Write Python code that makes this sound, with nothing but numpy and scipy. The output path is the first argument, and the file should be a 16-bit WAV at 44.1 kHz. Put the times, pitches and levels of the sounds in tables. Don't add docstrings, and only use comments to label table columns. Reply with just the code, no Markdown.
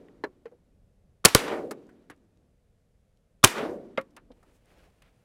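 import sys
import numpy as np
from scipy import signal
from scipy.fft import rfft, irfft, next_fast_len
from scipy.io import wavfile
from scipy.ndimage import uniform_filter1d

SR = 44100
rng = np.random.default_rng(int(sys.argv[2]) if len(sys.argv) > 2 else 0)


def field_ratio(decibels):
    return 10 ** (np.asarray(decibels, dtype=float) / 20)


def pcm_store(signal):
    levels = np.round(np.clip(np.atleast_2d(signal), -1, 1) * 32767)
    wavfile.write(sys.argv[1], SR, levels.astype(np.int16).T)


N = 231425
T = np.arange(N) / SR
FAST = next_fast_len(N)


def unit(x):
    return x / np.sqrt(np.mean(x ** 2))


def add(out, s, x):
    i = int(s * SR)
    out[i:i + len(x)] += x[:N - i]


def decay(t, t60):
    return np.exp(-np.log(1000) * t / t60)


def colour(x, points):
    hz, db = np.transpose(points)
    f = np.arange(len(x) // 2 + 1) * SR / len(x) + 1
    return irfft(rfft(x) * field_ratio(np.interp(np.log(f), np.log(hz), db)), len(x))


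def walk(rate):
    k = int(SR / rate)
    steps = np.repeat(rng.standard_normal(N // k + 1), k)
    return 1.3 * uniform_filter1d(uniform_filter1d(steps, k), k)[:N]


def grains(size, spread_db):
    sizes_db = spread_db * np.minimum(rng.exponential(size=size), 5)
    return unit(rng.standard_normal(size) * field_ratio(sizes_db))


def bursts(rows, shape, spread_db, treble_life):
    out, t = np.zeros(N), T[:8192]
    treble = [(1500, -31), (4000, -1.5), (11000, -2.5), (15000, -14)]  # (frequency [Hz], level [dB])
    for s, db, hold_ms, t60, hz, treble_db in rows:
        after = np.maximum(t - hold_ms / 1000, 0)
        body = unit(colour(grains(len(t), spread_db), np.multiply(shape, [hz, 1])))
        top = unit(colour(grains(len(t), spread_db), treble))
        mix = body * decay(after, t60) + field_ratio(treble_db) * top * decay(after, t60 * treble_life)
        add(out, s, field_ratio(db) / 2 * np.minimum(t / .0005, 1) * mix)
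    return out


def air():
    # (frequency [Hz], density [dB per Hz])
    air_spectrum = [(12, -32), (20, -1.5), (44, 1), (154, -8), (182, -7), (336, -22), (497, -15),
                    (973, -31.5), (2010, -34), (4520, -40), (10800, -42), (15900, -54)]
    # (time [s], level of the lows [dB])
    wind = [(0, -0.5), (1, 1.5), (2, -2.5), (3, 0.5), (4, 0), (4.5, 0.5), (4.9, 2), (5.25, -0.5)]
    bed = unit(colour(rng.standard_normal(FAST), air_spectrum))[:N] * field_ratio(-65.5)
    low = signal.sosfiltfilt(signal.butter(2, 700, fs=SR, output="sos"), bed)
    flutter_db = np.interp(T, *np.transpose(wind)) + 1.6 * walk(12)
    return low * field_ratio(flutter_db) + (bed - low) * field_ratio(-0.5)


def sleeves():
    # (start [s], length [s], level [dB], treble [dB])
    scuffs = [
        (4.327, 0.97, -79, -5),
        (4.44, .09, -77, -6),
        (4.53, 0.044, -78, 3),
        (4.67, 0.217, -68.5, -8),
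        (5.0, 0.079, -78, -9),
    ]
    edge_s = 0.058
    cloth = [(250, -1), (500, 3.5), (1100, -6.5), (2600, -8.0),
             (3800, -12.5), (9000, -10), (15500, -20)]
    dull_power, bright_power = np.zeros(N), np.zeros(N)
    for s, length, db, treble_db in scuffs:
        inside = np.minimum(T - s, s + length - T)
        shape = np.clip(inside / edge_s + .5, 0, 1) * field_ratio(db)
        dull_power += shape ** 2
        bright_power += (shape * field_ratio(treble_db)) ** 2
    rub = colour(grains(FAST, spread_db=2.5), cloth)[:N]
    low = signal.sosfilt(signal.butter(2, 4500, fs=SR, output="sos"), rub)
    dull = unit(low) * field_ratio(5.5) * np.sqrt(dull_power)
    bright = unit(rub - low) * field_ratio(3.0) * np.sqrt(bright_power)
    return (dull + bright) * field_ratio(1.302 * walk(90) + .6 * walk(25))


def squeak():
    # (frequency [Hz], frequency [Hz])
    pitch_hz = (620, 860)
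    length = .035 * SR
    out, u = np.zeros(N), np.arange(int(length)) / length
    phase = 2 * np.pi * np.cumsum(np.interp(u, [0, 1], pitch_hz)) / SR
    add(out, 4.865, field_ratio(-66) * np.sin(np.pi * u) * np.sin(phase))
    return out


def contacts():
    # (time [s], peak [dB], centre [Hz], kind)
    clicks = [(.034, -76, 9000, "tick"), (.084, -50, 1700, "chip"), (.238, -28, 1100, "body"),
              (0.2386, -44.5, 4000, "snap"), (0.4556, -44.5, 1570, "body"), (.456, -61, 4280, "snap"),
              (.514, -65, 1102, "knock"), (1.7095, -30.5, 1330, "clack"), (1.868, -61, 6000, "tick"),
              (1.89, -54, 1500, "knock"), (2.0985, -38.5, 1640, "knock"), (1.711, -34.5, 422, "thud"),
              (2.1, -42, 455, "thud"), (2.162, -67.5, 7010, "tick"), (2.177, -67, 4000, "tick"),
              (2.373, -69, 4000, "tick"), (3.172, -68, 5040, "tick"), (3.975, -25.5, 2170, "chip"),
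              (3.979, -22, 1350, "body"), (4.011, -49, 2200, "tap"), (4.105, -69, 6000, "snap"),
              (4.165, -44, 2580, "tap"), (4.168, -45, 1400, "thud"), (4.316, -58, 3300, "snap"),
              (4.428, -54, 1100, "knock"), (4.657, -63, 9027, "tick"), (5.02, -54, 2500, "tap"),
              (5.035, -63.5, 2300, "scrape")]
    # (time [s], peak [dB], centre [Hz])
    thuds = [
        (.262, -41, 450),
        (.47, -50, 450),
        (3.995, -40, 300),
        (4.307, -51, 600),
        (4.38, -58, 350),
    ]
    contact = {"tick": (0.92, 0.011, -4), "chip": (2.5, .016, -27), "snap": (3.9, 0.037, -17),
               "tap": (3.6, .045, -6), "body": (3, 0.077, -29), "clack": (6, .065, -6),
               "knock": (6, .08, -14), "thud": (9.7, 0.076, -40), "scrape": (49, 0.09, -19)}
    # (multiple of the centre [1], level [dB])
    shell_shape = [(.06, -48), (.3, -6), (.6, -3), (1, -0.5), (1.7, -10.5), (2.4, -21.5), (6, -53)]
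    rows = []
    for s, db, hz, kind in clicks + [(*thud, "thud") for thud in thuds]:
        hold_ms, t60, treble_db = contact[kind]
        rows.append((s, db, hold_ms, t60, hz, treble_db))
    return bursts(rows, shell_shape, spread_db=3.5, treble_life=.55)


def hull():
    # (time [s], peak [dB], rattle [ms])
    knocks = [
        [(.238, -19.5, 16)],
        [(.456, -34, 6.2), (0.467, -41, 5.2)],
        [(3.978, -14.5, 10.2)],
        [(4.304, -41.5, 18)],
        [(.514, -46, 44)],
    ]
    # (frequency [Hz], level [dB], t60 [s])
    panels = [
        [(381, -0.5, 0.14), (416, 2.5, 0.053), (503, -7, 0.12), (615, -6, 0.041), (898, -2, 0.053),
         (1240, -22, .04), (1720, -1.5, 0.037), (1873, -13, .04), (2720, -17, 0.033), (4070, -14, .025)],
        [(392, -21, .035), (466, 18.5, 0.052), (540, -3, 0.034), (650, -14, 0.025), (1710, -7, .03),
         (2270, -14, .025)],
        [(260, -18, 0.029), (501, -22, 0.04), (537, -3.5, 0.099), (586, 2, 0.021), (780, -9.5, 0.03),
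         (1134, -20, 0.12), (1550, -14, 0.037), (2114, -8.5, 0.031), (2750, -20.5, 0.04)],
        [(234, 6, 0.039), (485, 1, 0.042)],
        [(400, -4, .035), (488, 1, 0.057), (614, -12, 0.027)],
    ]
    out, t, t_hit = np.zeros(N), T[:8192], T[:2048]
    for hits, modes in zip(knocks, panels):
        ring = sum(field_ratio(g) * np.sin(2 * np.pi * hz * t) * decay(t, t60) for hz, g, t60 in modes)
        band = signal.butter(3, [0.816 * modes[0][0], 5000], "band", fs=SR, output="sos")
        for s, db, rattle_ms in hits:
            force = grains(2048, spread_db=3.0) + 7.3 * signal.unit_impulse(2048)
            force = force * np.exp(-(t_hit / (rattle_ms / 1500)) ** 2)
            knock = signal.sosfilt(band, signal.fftconvolve(force, ring))
            add(out, s, field_ratio(db) * knock / np.abs(knock).max())
    return out


def returned(hz, late):
    # (frequency [Hz], level [dB], fade [dB per s])
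    reeds = [(250, -45, 110), (570, -41.5, 140), (1500, -37, 110), (8000, -39, 165)]
    # (frequency [Hz], level [dB], time to lose 10 dB [s], delay of peak [s])
    bank = [(120, -43, .17, .17), (250, -42, .22, .18), (570, -36, .16, .18), (769.6, -41, .11, .165),
            (1500, -42.5, .083, .155), (3200, -49, .07, .145), (6000, -66, .12, .16),
            (13000, -66, .13, .16)]
    # (frequency [Hz], level [dB], fade [dB per s])
    marsh = [(120, -48, 25), (250, -47, 26), (567, -52.5, 34), (900, -58.5, 33), (1500, -64, 32),
             (8000, -79, 26)]

    def at_band(table):
        f, *columns = np.transpose(table)
        return [np.interp(np.log(hz), np.log(f), column) for column in columns]

    reed_db, reed_fade = at_band(reeds)
    bank_db, bank_s, bank_late = at_band(bank)
    marsh_db, marsh_fade = at_band(marsh)
    off = late - bank_late
    bank_width_s = np.where(off < 0, .075, bank_s)
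    arrived = np.clip(late / .18, 0, 1) ** 2
    power = field_ratio(2 * (reed_db - reed_fade * late))
    power = power + field_ratio(2 * (bank_db - 10 * np.abs(off / bank_width_s) ** 1.7))
    power = power + arrived * field_ratio(2 * (marsh_db - marsh_fade * late))
    return power * (late >= 0) * (late < 1.2)


def echo():
    # (time [s], low level [dB], treble level [dB])
    shots = [
        (-.45, 2.5, 2.5),
        (1.25, -5.5, -1),
        (1.349, 0.5, 0.5),
        (3.44, 1, 1.5),
    ]
    step, f = T[::64], np.arange(FAST // 2 + 1) * SR / FAST
    out, patchy, noise = np.zeros(N), walk(45)[::64], rfft(rng.standard_normal(FAST))
    for hz in 40 * 2 ** (np.arange(26) / 3):
        db = -5 * max(np.log2(hz / 8000), 0) - min(15 * max(np.log2(250 / hz), 0), 25)
        db = db + 3 * np.exp(-(np.log2(hz / 400) / .45) ** 2)
        share = np.clip(np.log2(hz / 500) / 2, 0, 1)
        power = 0
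        for s, low, high in shots:
            power = power + returned(hz, step - s) * field_ratio(2 * (db + low + share * (high - low)))
        patches = .9 * patchy + 1.1 * walk(30)[::64]
        gain = np.sqrt(power) * field_ratio(-5 + (0.91 + .15 * share) * patches)
        window = np.interp(f, hz * 2 ** (np.arange(-1, 2) / 3), [0, 1, 0])
        band = irfft(noise * window ** .5, FAST)[:N]
        out += unit(band) * np.interp(T, step, gain)
    return out


def lock():
    # (time [s], ring level [dB])
    hammer_falls = [
        (1.243, -38),
        (3.431, -29),
    ]
    # (frequency [Hz], level [dB], t60 [s])
    lock_modes = [(1200, 0, .1), (3470, -2, 0.063)]
    out, t = np.zeros(N), T[:4096]
    ring = sum(field_ratio(db) * np.sin(2 * np.pi * hz * t) * decay(t, t60) for hz, db, t60 in lock_modes)
    for s, fall_db in hammer_falls:
        add(out, s, field_ratio(fall_db) * ring)
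    return out


def muzzle():
    # (time [s], peak [dB], push [ms], thump level [dB], thump [Hz])
    pushes = [
        (1.2559, -2.5, .6, -21, 104.8),
        (1.3512, 4.5, .5, -19.5, 119.6),
        (1.3532, -29.5, .3, -7.5, 430.2),
        (3.4445, -6, .7, -18.5, 100.3),
    ]
    out, t = np.zeros(N), T[:8192]
    for s, db, push_ms, thump_db, hz in pushes:
        u = t / (push_ms / 1000)
        push = field_ratio(db) * (1 - u) * np.exp(-u / 1.2)
        thump = field_ratio(thump_db) * np.sin(2 * np.pi * hz * t) * np.exp(-t * np.sqrt(hz) / 0.12)
        add(out, s, thump - push)
    return out


def gas():
    gas_kinds = {"hammer": (6.5, 0.22, 1300, -14), "primer": (2, 0.06, 3700, -4.5),
                 "muzzle": (2.5, 0.01, 1140, -1), "water": (3.5, 0.0114, 2900, 0),
                 "smoke": (3, 0.0765, 1150, -6), "bolt": (2.5, 0.0546, 3000, -3),
                 "bank": (4, 0.0653, 2100, -20), "hull": (9, .04, 380, -40),
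                 "crack": (1.7, 0.013, 2500, 1.5)}
    # (multiple of the centre [1], level [dB])
    gas_shape = [(.03, -27), (.25, -6.5), (.67, -5), (1, -0.5), (4, -23.5), (8, -61)]
    # (delay [s], peak [dB], kind)
    near_gun = [
        (-.0075, -33, "hammer"),
        (-.0028, -21, "primer"),
        (0, 3, "muzzle"),
        (.0043, 4, "water"),
        (.0093, -12.5, "smoke"),
        (.0333, -24, "bolt"),
        (.14, -31, "bank"),
        (.001, -12, "hull"),
    ]
    # (delay [s], peak [dB], kind)
    other_gun = [
        (0, .5, "crack"),
        (.0036, -13, "smoke"),
        (0.1308, -31, "bank"),
    ]
    near_shots = [
        1.25,
        3.4395,
    ]
    shots = [(s, near_gun) for s in near_shots] + [(1.3484, other_gun)]
    rows = [(s + late, db, *gas_kinds[kind]) for s, course in shots for late, db, kind in course]
    return bursts(rows, gas_shape, spread_db=3.0, treble_life=.7)


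def scene():
    background = air() + sleeves() + squeak()
    shells = contacts() + hull()
    guns = lock() + muzzle() + gas()
    return (background + shells + echo() + guns)[None]


def roll_off(x):
    return signal.sosfilt(signal.butter(12, 16060, fs=SR, output="sos"), x)


def record(dry):
    x = signal.sosfilt(signal.butter(1, 12, "high", fs=SR, output="sos"), dry)
    x = .9 * np.tanh(x / .9)
    x = signal.sosfilt(signal.ellip(8, .2, 70, 15800, fs=SR, output="sos"), x)
    return roll_off(x)


dry = scene()
out = record(dry)
pcm_store(out)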